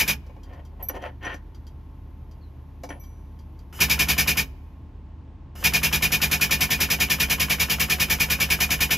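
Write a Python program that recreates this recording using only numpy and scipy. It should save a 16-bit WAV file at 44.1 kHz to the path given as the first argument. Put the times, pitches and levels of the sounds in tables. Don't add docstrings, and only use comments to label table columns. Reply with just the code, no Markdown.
import sys
import numpy as np
from scipy import signal
from scipy.fft import rfft, irfft
from scipy.io import wavfile
from scipy.ndimage import uniform_filter1d

SR = 44100
rng = np.random.default_rng(int(sys.argv[2]) if len(sys.argv) > 2 else 0)


def master(y):
    cut = np.clip(np.atleast_2d(y).T, -1, 1)
    pcm = np.round(cut * 32767)
    wavfile.write(sys.argv[1], SR, pcm.astype(np.int16))


N = 395577
HZ, TIME = np.fft.rfftfreq(N, 1 / SR), np.arange(N) / SR

# frequency in Hz, level in dB rms.
FAN_TONES = [(43.1, -45), (75.4, -43.5), (123.8, -57.5), (274.5, -63), (882.9, -69.5), (1007, -76),
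             (1071, -71.5), (1098, -80)]
# frequency in Hz, relative level in dB per Hz.
FAN_WASH = [(25, -34.5), (45, 7.5), (70, 2), (130, -2), (200, -8.5), (310, -11.5), (500, -23), (950, -23.5),
            (1300, -32), (3000, -39), (7000, -55), (13000, -71.5)]
FAN_WASH_DB = -45
# frequency in Hz, gain in dB.
REFLECTED = [(100, -15.5), (300, 7.0), (1100, 11), (2400, 2), (5000, -1.5), (8900, -23), (12000, -11.5)]
# frequency in Hz, left minus right in radians.
PORT_PHASE = [(0, 0), (4400, -.1), (5700, -.85), (6900, -.3), (7400, 1.9), (8900, 3.1), (11900, 6.2),
              (12900, 6.4), (15500, 9.5)]
# frequency in Hz, left minus right in dB.
PORT_BALANCE = [(60, -2.5), (150, -0.5), (380, 1.5), (950, -1.5), (2380, 2), (5980, -0.5), (15000, -0.5)]
BAND_EDGE_HZ = 15800

# frequency in Hz, relative level in dB per Hz.
HISS_COLOUR = [(3000, -15), (6000, -3), (9000, -20), (11000, 2), (13000, -0.5), (15500, -11)]
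# time in seconds, level in dB.
HISS_FADE = [(0, -80), (3.4, -76), (4.7, -78.5), (5.1, -105)]
# time in seconds, pitch in Hz, level in dB.
SQUEAK_PATH = [(2.41, 4470, -71), (2.44, 4150, -62), (2.49, 3970, -80), (2.52, 3900, -96)]

# frequency in Hz, relative level in dB, free ring (t60) in seconds.
SLEEVE_MODES = [(2295, 0.5, 0.82), (5900, 5.5, 0.9), (10930, -8, 1.7)]
WASHER_MODES = [(11900, -4.5, 0.24), (12220, 5, 0.4), (14550, -12, 0.31)]
BRACKET_MODES = [(283, -2, 0.2), (526, -1.5, 0.11), (576, -3, 0.096), (840, -6, 0.1), (1107, -9, .07),
                 (1628, -11.5, 0.051), (1830, -15, .08), (2270, -8, 0.11), (2860, -9.5, 0.051)]
# frequency in Hz, relative level in dB per Hz.
LOW_RUB_COLOUR = [(120, -12), (280, -6), (520, 1), (900, -3), (1300, -19.5), (2000, -27.5), (5000, -39.5)]
HIGH_RUB_COLOUR = [(700, -33), (1400, 8), (1900, 3.5), (2500, 0.5), (3100, 1.5), (3800, -16.5), (4600, -17),
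                   (7000, -28.5), (14000, -46.5)]
TICK_COLOUR = [(200, -29.5), (1000, 2.5), (3000, -6), (5000, 2), (8000, -4.5), (14000, -8)]
# centre in Hz, width in Hz, peak level in dB.
RUB_RESONANCES = [(1060, 90, 2.5), (1840, 110, 13.5), (3180, 110, 1)]
TICK_RESONANCES = [(3200, 100, 12), (4700, 120, 12), (5870, 112, 8)]
# start in seconds, length in seconds, relative level in dB, treble relative to it in dB.
SCRAPE_EVENTS = [(0.41, 0.19, -50, -8), (0.595, 0.26, -60, -21), (0.783, .04, -43.5, -12.5),
                 (0.887, .012, -38.5, -4), (0.925, .045, -34.5, -9.5), (0.991, 0.08, -37, -3.5),
                 (1.202, 0.078, -36.5, 1.5), (1.265, 0.073, -44, 4.5), (2.899, 0.011, -47, 8),
                 (2.928, 0.031, -45.5, -20)]
SWELL_SHARE, SCRAPE_T60 = 0.5, 0.12
# time in seconds, level in dB.
LIGHT_TICKS = [(.433, -53), (.533, -59), (.651, -55), (1.547, -55), (1.668, -51.5), (2.312, -58),
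               (3.037, -55), (3.39, -56.5), (3.59, -57)]
# time in seconds, then relative levels in dB of the knock, the tick and the sleeve's ring.
BRACKET_KNOCKS = [(.265, -51.5, -59.5, -76), (.295, -43, -71, -85), (.363, -42, -71.5, -82),
                  (.897, -30, -58, -64), (.951, -34.5, -53, -60), (1.021, -44, -55, -58),
                  (1.229, -44, -56, -59), (1.248, -41, -55, -43), (1.342, -34.5, -49, -54),
                  (2.835, -28.5, -42, -57), (2.89, -33.5, -51, -46), (2.904, -30, -65, -55)]
LET_GO_S, HELD_RING, SEATED_RING = 1.5, 0.091, 0.17
# time in seconds, washer level in dB, sleeve level in dB, ring length as a factor.
WASHER_CLINKS = [(.826, -31, -59.5, .3), (.886, -17, -37, 0.09), (2.997, -53, -60, 0.68)]

# pedal down in seconds, first stroke in seconds, pedal up in seconds, starting strokes per second.
PEDAL_PRESSES = [(-0.1, -0.018, 0.105, 10.42), (3.727, 3.8045, 4.42, 10.72), (5.553, 5.641, 9.1, 10.52)]
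LOADED_RATE, LOADING_S = 9.784, 1.576
STROKE_DB, DB_PER_RATE, SCATTER_DB = -19.5, 1.1, 0.38
FIRST_DB, LAST_DB = 1.5, -1.5
FEED_DB, CRACK_DB, PEDAL_DB = -39.5, -46.5, -49
SHUT_DB_PER_S, BLEED_DB, BLEED_DB_PER_S = 339, -69.5, 23.5
# seconds after the valve opens, relative level in dB.
STROKE_BLOWS = [(-.0064, -10), (.0059, 1.5), (0.0168, 0.5), (0.0318, -3)]
# frequency in Hz, relative level in dB, t60 in seconds.
BODY_MODES = [(65.9, 1.5, .46), (102.5, 3.5, 0.091), (156.3, 2, 0.22), (212.3, 1.5, 0.17),
              (263, -19.5, 0.44), (288.4, -12.5, 0.16), (440, -7, 0.27)]
# seconds after the valve opens, relative level in dB.
PUFF_SHAPE = [(-.002, -12.5), (.002, -2), (0.017, 0), (0.034, -3), (0.052, -12.5), (0.064, -20.5),
              (.11, -65.5)]
# centre in Hz, width in Hz, peak level in dB.
MUFFLER_RESONANCES = [(1695, 100, -16), (1802, 35, -17.5), (2280, 80, -1.5), (2465, 62, 2),
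                      (2738, 63, -4.5), (2910, 72, -9), (3075, 76, -5), (3377, 60, -11), (3764, 38, -12),
                      (4800, 56, -14), (5350, 73, -11), (5500, 48, -13)]
VALVE_WHISTLES = [(2960, 150, 10), (5150, 91, 6)]
# frequency in Hz, relative level in dB per Hz.
CLATTER_COLOUR = [(200, -17.5), (400, -6.5), (750, -5.5), (1200, 0), (1800, -4.5), (3000, -6.5),
                  (4000, -16.5), (8000, -56.5)]
JET_COLOUR = [(150, -33.5), (400, -28), (900, -21), (1400, -23), (1800, -13), (2700, -14.5), (3600, -16),
              (4300, -16.5), (5400, -12.5), (7500, -18), (10000, -17), (15500, -15)]
FEED_COLOUR = [(200, 11), (1000, -4), (2300, -2.5), (3000, -7), (4100, -11.5), (5000, -6), (6000, -4),
               (15000, -4)]


def amp(db):
    return 10 ** (np.asarray(db) / 20)


def evened(x):
    return x / np.sqrt(np.mean(x ** 2) + 1e-20)


def read(points, hz):
    f, value = np.transpose(points)
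    return np.interp(np.log(hz + 1), np.log(f), value)


def add(mix, s, sound):
    start = round(s * SR)
    sound = sound[max(-start, 0):]
    part = mix[max(start, 0):][:len(sound)]
    part += sound[:len(part)]


def coloured(x, spectrum, peaks=(), size=8192):
    hz = abs(np.fft.fftfreq(size, 1 / SR))
    power = amp(read(spectrum, hz)) ** 2
    for centre, width, db in peaks:
        power = power + amp(db) ** 2 / (1 + ((hz - centre) / width * np.sqrt(2)) ** 2) ** 2
    response = np.exp(np.conj(signal.hilbert(np.log(power) / 2)))
    taps = np.fft.ifft(response).real[:size // 2]
    return signal.oaconvolve(x, taps / np.linalg.norm(taps))[:len(x)]


def ring(modes, length=1, contact_s=0.0018):
    t = TIME[:SR]
    swing = np.zeros(SR)
    for hz, db, t60 in modes:
        decay = amp(db - 60 * t / max(t60 * length, .005))
        swing += decay * np.sin(2 * np.pi * hz * t)
    return swing * (1 - np.exp(-t / contact_s))


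def burst(t60):
    t = TIME[:SR // 4]
    return rng.standard_normal(len(t)) * amp(-60 * t / t60)


def workshop(x, near_db=-12, near_t60=0.099, hall_db=-33, hall_t60=0.85):
    t = TIME[:SR]
    tails = np.zeros((2, SR))
    for db, t60 in [(near_db, near_t60), (hall_db, hall_t60)]:
        taps = rng.standard_normal((2, SR)) * amp(-60 * t / t60) * (t > .002)
        tails += amp(db) * taps / np.linalg.norm(taps, axis=1, keepdims=True)
    send = irfft(rfft(x) * amp(read(REFLECTED, HZ)), N)
    return signal.fftconvolve(send[None], tails, axes=1)[:, :N]


def fan_wash():
    return evened(irfft(rfft(rng.standard_normal(N)) * amp(read(FAN_WASH, HZ)), N))


def fan(waver_hz=0.42, side_db=-6):
    knots = np.arange(0, 10, 1 / 6)
    hum = np.zeros(N)
    for hz, db in FAN_TONES:
        waver = waver_hz * np.sqrt(hz / FAN_TONES[0][0])
        drift = waver * np.interp(TIME, knots, rng.standard_normal(len(knots)))
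        hum += amp(db) * np.sqrt(2) * np.sin(2 * np.pi * np.cumsum(hz + drift) / SR)
    mid, side = fan_wash(), fan_wash()
    side = amp(side_db) * irfft(rfft(side) * HZ / (HZ + 300), N)
    return hum + amp(FAN_WASH_DB) * np.array([mid + side, mid - side])


def hiss():
    level_db = np.interp(TIME, *np.transpose(HISS_FADE))
    return coloured(rng.standard_normal(N), HISS_COLOUR) * amp(level_db)


def squeak(rough_hz=120):
    s, hz, db = np.transpose(SQUEAK_PATH)
    roughness = rough_hz * evened(uniform_filter1d(rng.standard_normal(N), size=60))
    pitch = np.interp(TIME, s, hz) + roughness
    level_db = np.interp(TIME, s, db, left=-140, right=-140)
    return amp(level_db) * np.sin(2 * np.pi * np.cumsum(pitch) / SR)


def contacts(tick_t60=0.11, knock_db=-8, thud_db=-5, thud_t60=0.056, clink_tick_db=-28, swell_s=0.0052):
    light, ticks, thuds, rings = np.zeros((4, N))
    for s, db in LIGHT_TICKS:
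        add(light, s, amp(db) * burst(tick_t60))
    for s, bracket_db, tick_db, sleeve_db in BRACKET_KNOCKS:
        length = HELD_RING if s < LET_GO_S else SEATED_RING
        add(ticks, s, amp(tick_db) * burst(tick_t60))
        add(thuds, s, amp(bracket_db + thud_db) * burst(thud_t60))
        add(rings, s, amp(bracket_db + knock_db) * ring(BRACKET_MODES))
        add(rings, s, amp(sleeve_db) * ring(SLEEVE_MODES, length))
    for s, washer_db, sleeve_db, length in WASHER_CLINKS:
        add(ticks, s, amp(washer_db + clink_tick_db) * burst(tick_t60))
        add(rings, s, amp(washer_db) * ring(WASHER_MODES, length))
        add(rings, s, amp(sleeve_db) * ring(SLEEVE_MODES, length, swell_s))
    light = coloured(light, TICK_COLOUR, TICK_RESONANCES)
    return light + coloured(ticks, TICK_COLOUR) + coloured(thuds, LOW_RUB_COLOUR) + rings


def sliding(low_db=-2, high_db=-1, sleeve_db=-51, slips_per_s=4000, spread_db=3):
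    low, high = np.zeros((2, N))
    t = TIME[:SR]
    for s, length, db, treble_db in SCRAPE_EVENTS:
        swell = np.minimum(t / (SWELL_SHARE * length), 1) ** 2
        push = swell * amp(db - 60 * np.maximum(t - length, 0) / SCRAPE_T60)
        add(low, s, push)
        add(high, s, amp(treble_db) * push)
    sizes = amp(spread_db * np.minimum(rng.exponential(1, N), 4)) * rng.standard_normal(N)
    slips = evened(sizes * (rng.random(N) < slips_per_s / SR))
    low_rub = coloured(slips * low, LOW_RUB_COLOUR)
    high_rub = coloured(slips * high, HIGH_RUB_COLOUR, RUB_RESONANCES)
    sleeve = signal.oaconvolve(slips * high, ring(SLEEVE_MODES, length=0.077))[:N]
    return amp(low_db) * low_rub + amp(high_db) * high_rub + amp(sleeve_db) * sleeve


def strokes():
    rows = []
    for _, first, up, start_rate in PEDAL_PRESSES:
        s = first
        while s < up:
            rate = LOADED_RATE + (start_rate - LOADED_RATE) * np.exp((first - s) / LOADING_S)
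            accent_db = FIRST_DB * (s == first) + LAST_DB * (s + 1 / rate >= up)
            rows.append((s, STROKE_DB + DB_PER_RATE * (rate - LOADED_RATE) + accent_db))
            s += 1 / rate
    return rows


def feed():
    gain = np.zeros(N)
    for down, first, up, _ in PEDAL_PRESSES:
        since_up = np.maximum(TIME - up, 0)
        flow_db = np.interp(TIME, [down, first], [CRACK_DB, FEED_DB]) - SHUT_DB_PER_S * since_up
        bleed_db = BLEED_DB - BLEED_DB_PER_S * since_up
        gain += (TIME >= down) * (amp(flow_db) + amp(bleed_db))
    return gain


def piston(thump_db=-31.5, clatter_db=-38, clatter_t60=0.12, lead_s=.014, lead_db=-35, alike=0.27):
    blows, rattle = np.zeros(N), np.zeros(N)
    casing = [burst(clatter_t60) for _ in STROKE_BLOWS]
    for down, *_ in PEDAL_PRESSES:
        add(rattle, down, amp(PEDAL_DB) * burst(clatter_t60))
    for s, stroke_db in strokes():
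        add(rattle, s - lead_s, amp(lead_db) * burst(clatter_t60))
        for (delay, db), usual in zip(STROKE_BLOWS, casing):
            add(blows, s + delay, amp([db + stroke_db - STROKE_DB]))
            clatter = np.sqrt(alike) * usual + np.sqrt(1 - alike) * burst(clatter_t60)
            add(rattle, s + delay, amp(db + clatter_db) * clatter)
    thumps = signal.oaconvolve(blows, ring(BODY_MODES))[:N]
    return amp(thump_db) * thumps + coloured(rattle, CLATTER_COLOUR)


def exhaust(puff_db=2.5, echo_db=-11, echo_t60=0.1, flutter_db=0.34):
    opening = np.zeros(N)
    age, shape_db = np.transpose(PUFF_SHAPE)
    for s, db in strokes():
        db += SCATTER_DB * rng.standard_normal()
        near = abs(TIME - s - age.mean()) < np.ptp(age)
        opening[near] += amp(db + np.interp(TIME[near] - s, age, shape_db, left=-120, right=-120))
    flutter = evened(uniform_filter1d(rng.standard_normal(N), size=100))
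    eddies = amp(flutter_db * flutter)
    puffs = coloured(opening * eddies * rng.standard_normal(N), JET_COLOUR, MUFFLER_RESONANCES)
    leak = coloured(rng.standard_normal(N), FEED_COLOUR, VALVE_WHISTLES) * feed()
    air = amp(puff_db) * puffs + leak
    housing = burst(echo_t60)
    echoes = signal.oaconvolve(air, housing / np.linalg.norm(housing))[:N]
    return air + amp(echo_db) * echoes


def scene():
    direct = exhaust() + piston() + sliding() + contacts() + squeak() + hiss()
    phase = np.exp(.5j * np.interp(HZ, *np.transpose(PORT_PHASE)))
    lean = phase * amp(.5 * read(PORT_BALANCE, HZ))
    ports = irfft(rfft(direct) * np.array([lean, 1 / lean]), N)
    return ports + workshop(direct) + fan()


def record(dry, low_cut_hz=38):
    low_cut = signal.butter(4, low_cut_hz, "highpass", fs=SR, output="sos")
    band_limit = signal.firwin(511, BAND_EDGE_HZ, window=("kaiser", 9), fs=SR)
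    return signal.oaconvolve(signal.sosfilt(low_cut, dry), band_limit[None], "same")


dry = scene()
out = record(dry)
master(out)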